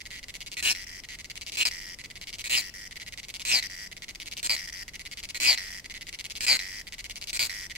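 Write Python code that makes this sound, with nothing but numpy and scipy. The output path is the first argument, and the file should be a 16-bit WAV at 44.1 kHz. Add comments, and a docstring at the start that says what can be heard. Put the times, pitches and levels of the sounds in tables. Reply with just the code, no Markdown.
"""A male cicada sings on a tree trunk in a quiet forest, close to a camera with two microphone ports.
Every click is a buckling of its tymbals, ringing the air sac in its abdomen. About once a second it sings
the same phrase: a run of short chirps, a loud rasp that falls in pitch, then a slow soft rattle.
Nearby bark and leaves scatter the song, distant trunks return a faint tail, and the air rumbles low."""
import sys
import numpy as np
from scipy import signal
from scipy.fft import rfft, irfft
from scipy.io import wavfile

SR = 44100
rng = np.random.default_rng(int(sys.argv[2]) if len(sys.argv) > 2 else 0)


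def inscribe(sig):
    """Save sig as 16-bit PCM at rate SR to the path in sys.argv[1].

    A 1-D sig is mono; a 2-D sig holds one channel per row.
    Samples are clipped to [-1, 1] before scaling.
    """
    pcm = np.round(np.clip(np.atleast_2d(sig).T, -1, 1) * 32767)
    wavfile.write(sys.argv[1], SR, pcm.astype(np.int16))


N = 342657


def amp(db):
    """Decibels to gain."""
    return 10 ** (np.asarray(db) / 20)


def unit(x):
    """Scales each row to energy 1."""
    return x / np.sqrt(np.sum(x ** 2, -1, keepdims=True) + 1e-20)


def read(points, hz, column=1):
    """Reads one column of a table on a log-frequency axis."""
    table = np.transpose(points)
    return np.interp(np.log(hz + 1), np.log(table[0] + 1), table[column])


def forest_air(level_db=-53):
    """Still air all around the microphone: a steady low rumble, alike in both ports only in the bass."""
    # spectrum of the air (frequency [Hz], relative density [dB])
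    spectrum = [(15, -9), (28, 2.5), (55, -2.5), (110, -9), (250, -14), (500, -20), (1200, -26.5),
                (2500, -26.5), (5000, -26), (9000, -31.5), (16000, -40)]
    # likeness of the air at the two ports (frequency [Hz], correlation [0-1])
    likeness = [(30, 0.92), (120, 0.98), (300, 0.89), (700, 0.49), (2000, .1)]
    hz = np.fft.rfftfreq(N, 1 / SR)
    left, other = rfft(rng.standard_normal((2, N)))
    same = read(likeness, hz)
    right = same * left + np.sqrt(1 - same ** 2) * other
    pair = irfft(np.array([left, right]) * amp(read(spectrum, hz)), N)
    balance = amp([[.4], [-.4]])
    return amp(level_db) * balance * np.sqrt(N) * unit(pair)


def forest_echoes(song, near_db=-11, near_s=.0079, far_db=-20):
    """Bark and leaves close by scatter the song at once; distant trunks return a faint tail."""
    # reverberation among the trees (frequency [Hz], time to fall 60 dB [s])
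    decay = [(300, 0.57), (2000, 0.65), (5000, 0.47), (9000, 0.33), (16000, 0.66)]
    t = np.arange(SR) / SR
    near = unit(rng.standard_normal((2, SR)) * np.exp(-t / near_s) * (t > .001))
    hz, frame_s, frames = signal.stft(rng.standard_normal((2, SR)) * (t > .008), SR, nperseg=256)
    fade = amp(-60 * frame_s / read(decay, hz)[:, None])
    far = unit(signal.istft(frames * fade, SR, nperseg=256)[1][:, :SR])
    return signal.fftconvolve(song, amp(near_db) * near + amp(far_db) * far, axes=1)[:, :N]


def microphone_ports(song):
    """The insect sits off to one side: the camera's casing gives each port its own level and phase."""
    # the insect at the ports (frequency [Hz], left over right [dB], left phase lead [rad])
    response = [(200, 3, -2.45), (740, 4.5, -1.26), (1608, -2, -1.86), (2160, -6, 0.3), (2600, 1.6, -1.46),
                (3440, -2.5, -1), (4260, 1.7, -0.87), (5080, 10, -1.75), (5350, 2, -2.5), (5800, 9, -6),
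                (7200, -2.8, -3.5), (8300, 0.5, -3), (8440, 1.3, -8), (14800, -1.2, -9.5)]
    hz = np.fft.rfftfreq(N, 1 / SR)
    left = amp(read(response, hz))
    right = np.exp(-1j * read(response, hz, column=2))
    gains = np.array([left, right]) * np.sqrt(2 / (1 + left ** 2))
    return irfft(rfft(song) * gains, N)


def trunk_echo(song, delay_s=.0003864, echo_db=-16):
    """The bark right under the insect returns each click at once and combs its spectrum."""
    hz = np.fft.rfftfreq(N, 1 / SR)
    comb = 1 + amp(echo_db) * np.exp(-2j * np.pi * hz * delay_s)
    return irfft(rfft(song) * comb, N) / np.hypot(1, amp(echo_db))


def add_clicks(mix, times, clicks):
    """Adds clicks, shaped (channels, clicks, samples), at their times."""
    for k, start in enumerate(times):
        part = mix[:, max(round(start * SR), 0):][:, :clicks.shape[-1]]
        part += clicks[:, k, :part.shape[1]]


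def minimum_phase(spectrum, size=512):
    """The sharpest impulse response that has a given spectrum."""
    log_gain = np.log(amp(read(spectrum, abs(np.fft.fftfreq(size, 1 / SR)))))
    return unit(np.fft.ifft(np.exp(np.conj(signal.hilbert(log_gain)))).real)


def ring(hz, db, width_hz, rise_s, stray, size=512):
    """One dying resonance per click, each a little off pitch."""
    t = np.arange(size) / SR
    pitch = hz * (1 + stray * rng.standard_normal(len(db)))
    envelope = np.exp(-np.pi * width_hz * t) * (1 - np.exp(-t / rise_s)) ** 2
    return amp(db)[:, None] * unit(envelope * np.sin(2 * np.pi * pitch[:, None] * t))


def rib_crack(colour, db, crumple, crumple_s, alike, puff_hz=1600, size=512):
    """One snap per click, trailed by the crumpling ribs, which fold partly alike within a syllable."""
    t, hz = np.arange(size) / SR, np.fft.rfftfreq(size, 1 / SR)
    habit, chance = rng.standard_normal((2, 1, size)), rng.standard_normal((2, len(db), size))
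    fade = np.exp(-t / crumple_s)
    grains = unit((np.sqrt(alike) * habit + np.sqrt(1 - alike) * chance) * fade)
    snap = unit((t == 0) + crumple * grains)
    puff = unit(chance * fade)  # the shapeless low end, new with every click
    lowpass = 1 / (1 + 1j * hz / puff_hz) ** 2
    highpass = (1j * hz / puff_hz) ** 2 * lowpass
    click = irfft(highpass * rfft(snap) + lowpass * rfft(puff), size)
    coloured = signal.fftconvolve(click, minimum_phase(colour)[None, None], axes=-1)[..., :size]
    return amp(db)[:, None] * unit(coloured)


def strokes(start, end, per_s, jitter, tempo_spread=.017, count=64):
    """Times of the muscle pulls within one syllable; each syllable has its own tempo."""
    tempo = per_s * (1 + tempo_spread * rng.standard_normal())
    gaps = (1 + jitter * rng.standard_normal(count)) / tempo
    times = start + np.cumsum(gaps) - gaps[0]
    return times[times <= max(end, start)]


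def force(times, per_s, uneven_db):
    """Size of each click, so that a train of unit-energy clicks lies near 0 dB."""
    return np.sqrt(SR / per_s) * amp(uneven_db * rng.standard_normal(len(times)))[:, None]


def swell(x, rise, fall):
    """A bell curve: 1 at x = 0, with its own width on each side."""
    return np.exp(-(x / np.where(x < 0, rise, fall)) ** 2)


def phrase_at(time_s, overhang_s=.1):
    """The phrase that a chirp or rasp syllable belongs to."""
    # phrases, each built around the crest of its rasp (crest [s], crest span [s], air sac lead [s],
    # air sac fade [s], top pitch [Hz], end pitch [Hz], air sac strength [dB], octave strength [dB],
    # tymbal plate strength [dB], crack strength [dB], chirp strength [dB])
    phrases = [(0.708, .024, .030, .038, 2780, 2480, -21.8, -25.3, -36, -34, -.5),
               (1.655, .027, .034, .04, 2700, 2240, -22.3, -24.5, -32, -35, -.5),
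               (2.577, .028, .028, .03, 2780, 2200, -22.8, -26.5, -32, -35.3, -.5),
               (3.548, .038, .028, .075, 2680, 2080, -25, -20, -28.5, -35.5, -.3),
               (4.503, .042, .004, .06, 2500, 2220, -30, -24.5, -31.5, -38, 0),
               (5.496, .042, .035, .105, 2580, 2060, -23.5, -17, -31, -33.5, .5),
               (6.506, .042, .012, .08, 2540, 2080, -24.3, -18, -31, -34.6, .5),
               (7.404, .044, .006, .06, 2470, 2200, -29, -27.5, -33, -36.5, 1),
               (8.350, .042, .012, .08, 2540, 2090, -24, -17.5, -31, -34, 3)]
    return next(row for row in phrases if time_s < row[0] + overhang_s)


def rattles(per_s=99, relax_s=.04, rebound_s=.0046, sac_hz=1965, overtone_hz=4100, rebound_hz=5300):
    """Slow strokes: the tymbal buckles in with a low knock and springs back with a high tick."""
    # rattles (start [s], end [s], strength [dB], push left from the rasp [0-1])
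    syllables = [(.75, .845, -.5, .75), (.868, 1.0, -1.5, .1), (1.712, 1.945, 0, .7), (2.62, 2.705, 0, .4),
                 (2.74, 2.88, -1, .1), (3.626, 3.675, 1, .9), (3.699, 3.877, 0, .2), (4.565, 4.66, .5, .9),
                 (4.675, 4.705, 1.5, .2), (4.725, 4.838, 1.5, .1), (5.576, 5.802, 1.3, 1),
                 (6.592, 6.826, 1.5, 1), (7.496, 7.668, 2.5, .8)]
    # dry crack of the tymbal ribs in a rattle (frequency [Hz], relative level [dB])
    colour = [(200, -19), (1200, -11), (1800, 5.5), (2600, -1), (3300, 5), (4100, -17), (4650, 5),
              (5900, 6), (6900, -2.5), (7700, -4.5), (9500, -8.5), (12000, -11), (13300, -10), (15700, -19)]
    out = np.zeros((2, N))
    for start, end, strength_db, first_push in syllables:
        times = strokes(start, end - .003, per_s, jitter=.15)
        push = first_push * np.exp((start - times) / relax_s)  # level and pitch sink as it dies away
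        sac_db = strength_db - 47 + 10.5 * push
        overtone_db = strength_db - 66 + 32 * push
        snap_db = strength_db - 47 + 5.7 * push
        sac = ring(sac_hz + 80 * push, sac_db, width_hz=215, rise_s=.0002, stray=.028)
        overtone = ring(overtone_hz, overtone_db, width_hz=450, rise_s=.0006, stray=.024)
        ribs_in = rib_crack(colour, snap_db - .5, crumple=3.8, crumple_s=.0017, alike=.2)
        tick = ring(rebound_hz, snap_db - 1.5, width_hz=1000, rise_s=.0002, stray=.067)
        ribs_out = rib_crack(colour, snap_db - 2.5, crumple=2.1, crumple_s=.001, alike=.23)
        add_clicks(out, times, (sac + overtone + ribs_in) * force(times, per_s, uneven_db=.45))
        add_clicks(out, times + rebound_s, (tick + ribs_out) * force(times, per_s, uneven_db=1))
    return out


def chirps(per_s=212, tensing_s=.35, lag_s=.002, upper_hz=2680, rebound_s=.0044, rebound_hz=5900):
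    """A handful of dry clicks each: one hard stroke, then the two tymbals fall into step."""
    # chirps (start [s], end [s])
    syllables = [(.004, .02), (.054, .076), (.105, .196), (.229, .245), (.283, .307), (.34, .372),
                 (.405, .434), (.462, .489), (.516, .545), (1.036, 1.059), (1.087, 1.157), (1.187, 1.218),
                 (1.244, 1.262), (1.299, 1.319), (1.355, 1.38), (1.411, 1.436), (1.464, 1.501),
                 (1.52, 1.566), (1.987, 2.02), (2.039, 2.066), (2.101, 2.119), (2.155, 2.179),
                 (2.213, 2.246), (2.271, 2.306), (2.328, 2.36), (2.384, 2.421), (2.91, 2.932),
                 (2.957, 2.981), (2.999, 3.036), (3.063, 3.092), (3.123, 3.143), (3.175, 3.203),
                 (3.231, 3.256), (3.284, 3.312), (3.34, 3.374), (3.396, 3.43), (3.914, 3.934),
                 (3.966, 3.985), (4.021, 4.049), (4.082, 4.112), (4.149, 4.164), (4.2, 4.232),
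                 (4.258, 4.29), (4.313, 4.34), (4.368, 4.406), (4.88, 4.898), (4.935, 4.966),
                 (4.994, 5.021), (5.052, 5.081), (5.113, 5.141), (5.172, 5.21), (5.229, 5.261),
                 (5.289, 5.314), (5.843, 5.866), (5.898, 5.928), (5.94, 5.98), (6.01, 6.035),
                 (6.068, 6.101), (6.127, 6.161), (6.188, 6.214), (6.242, 6.271), (6.299, 6.325),
                 (6.353, 6.386), (6.869, 6.89), (6.923, 6.954), (6.982, 7.011), (7.042, 7.067),
                 (7.097, 7.126), (7.157, 7.186), (7.213, 7.244), (7.272, 7.312), (7.698, 7.724),
                 (7.752, 7.769)]
    # dry crack of the tymbal ribs in a chirp (frequency [Hz], relative level [dB])
    colour = [(200, -18.5), (1200, -13.5), (1800, -11.5), (2700, 1), (3600, 1), (4600, 1.5), (5300, -8.5),
              (6100, -5), (7500, -9), (9000, -15), (10700, -13), (13000, -18.5), (15700, -25)]
    out = np.zeros((2, N))
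    for start, end in syllables:
        crest, *_, strength_db = phrase_at(start)
        times = strokes(start + .0008, end - .005, per_s, jitter=.11)
        later = np.arange(len(times)) > 0
        times = times + lag_s * later
        # the abdomen tenses towards the crest: the chirps rise in pitch, ring less and crack harder
        tension = np.exp((start - crest) / tensing_s)
        sac_hz = 2000 + 400 * tension
        sac_db = strength_db - 42.3 - 7.5 * tension - .54 * later
        snap_db = strength_db - 45.4 + 11.5 * tension + 1.4 * ~later
        sac = ring(sac_hz, sac_db, width_hz=175, rise_s=.00033, stray=.017)
        # harder pulls wake a second mode of the abdomen
        upper = ring(upper_hz, snap_db - 8.5, width_hz=124, rise_s=.00009, stray=.051)
        ribs = rib_crack(colour, snap_db, crumple=1.5, crumple_s=.0009, alike=.11)
        tick = ring(rebound_hz, snap_db - 9, width_hz=1800, rise_s=.0002, stray=.12)
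        add_clicks(out, times, (sac + upper + ribs) * force(times, per_s, uneven_db=1.87))
        add_clicks(out, times + rebound_s, tick[None] * force(times, per_s, uneven_db=0))
    return out


def rasp_course(times, climb_s=.08, plate_lead_s=.052, crack_lag_s=.012):
    """Pitch and levels in a rasp: the plate peaks, then the air sac, then its octave as pitch falls."""
    crest, span, sac_lead, sac_fade, top_hz, end_hz, *strengths = phrase_at(times[0])
    sac_db, octave_db, plate_db, crack_db, _ = strengths
    t = times - crest
    stretch = swell(t + 1.2 * span, climb_s, 1.6 * span)  # the pitch tops out before the crest
    return (end_hz + (top_hz - end_hz) * stretch,
            sac_db - 14 * (1 - swell(t + sac_lead, rise=.033, fall=sac_fade)),
            octave_db - 27 * (1 - swell(t, rise=span, fall=1.5 * span)),
            plate_db - 17 * (1 - swell(t + plate_lead_s, rise=.031, fall=.035)),
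            crack_db - 9 * (1 - swell(t + sac_lead - crack_lag_s, rise=.075, fall=.075)))


def rasps(accent_db=3, accent_s=.005, release_db=-2, release_s=.006, weak_db=-3.2, plate_hz=7550):
    """At full effort the clicks come fast and even; the abdomen stretches and its resonances fall."""
    # rasp syllables (start [s], end [s], strength [dB], click rate [1/s])
    syllables = [(.569, .608, -2, 239), (.626, .728, 0, 249), (1.571, 1.634, 0, 255), (1.653, 1.69, 0, 239),
                 (2.441, 2.482, 0, 240), (2.496, 2.612, 0, 252), (3.451, 3.604, 0, 247),
                 (4.429, 4.474, 2, 237), (4.495, 4.555, .3, 223), (5.346, 5.378, -1, 240),
                 (5.401, 5.549, 0, 252), (6.407, 6.453, 0, 244), (6.466, 6.571, 0, 254),
                 (7.33, 7.372, 0, 241), (7.393, 7.47, 0, 238)]
    # dry crack of the tymbal ribs in a rasp (frequency [Hz], relative level [dB])
    colour = [(100, -12), (400, -11), (750, -12), (1250, -5.5), (1900, 5.5), (3000, -3.5), (3650, 0),
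              (4200, 9.5), (5200, -5.5), (6700, 1.5), (8000, -3), (11200, -11.5), (13000, -11),
              (15700, -16.5)]
    out = np.zeros((2, N))
    for start, end, strength_db, per_s in syllables:
        times = strokes(start + .0005, end, per_s, jitter=.03, tempo_spread=.005)
        sac_hz, sac_db, octave_db, plate_db, crack_db = rasp_course(times)
        # a hard opening stroke rings the air sac; the muscle slackens at the end
        sac_db = sac_db + accent_db * np.exp((start - times) / accent_s)
        effort_db = strength_db + release_db * np.exp((times - end) / release_s)
        turn_db = weak_db * (np.arange(len(times)) % 2 - .5)  # every other click is weaker
        sac = ring(sac_hz, sac_db - 2.5, width_hz=280, rise_s=.00025, stray=.028)
        upper = ring(1.21 * sac_hz, sac_db - 9.3, width_hz=340, rise_s=.0002, stray=.082)
        octave = ring(1.989 * sac_hz, octave_db - .8, width_hz=520, rise_s=.00055, stray=.0073)
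        body = ring(.34 * sac_hz, octave_db - 21.5, width_hz=146, rise_s=.0006, stray=.13)
        plate = ring(plate_hz, plate_db - 1.5, width_hz=280, rise_s=.00066, stray=.016)
        ribs = rib_crack(colour, crack_db + 7.5, crumple=5.2, crumple_s=.002, alike=.53)
        clicks = (sac + upper + octave + body + plate + ribs) * amp(effort_db + turn_db)[:, None]
        add_clicks(out, times, clicks * force(times, per_s, uneven_db=1.16))
    return out


def scene():
    """The cicada close to the microphone, with its echoes and the forest air behind it."""
    song = microphone_ports(trunk_echo(chirps() + rasps() + rattles()))
    return song + forest_echoes(song) + forest_air()


def record(dry, ceiling=.55, edge_hz=15900):
    """The camera gently rounds off the loudest clicks, then cuts the highest treble."""
    rounded = ceiling * np.tanh(dry / ceiling)
    lowpass = signal.firwin(401, edge_hz, window=("kaiser", 8), fs=SR)
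    return signal.oaconvolve(rounded, lowpass[None], "same", axes=1)


dry = scene()
out = record(dry)
inscribe(out)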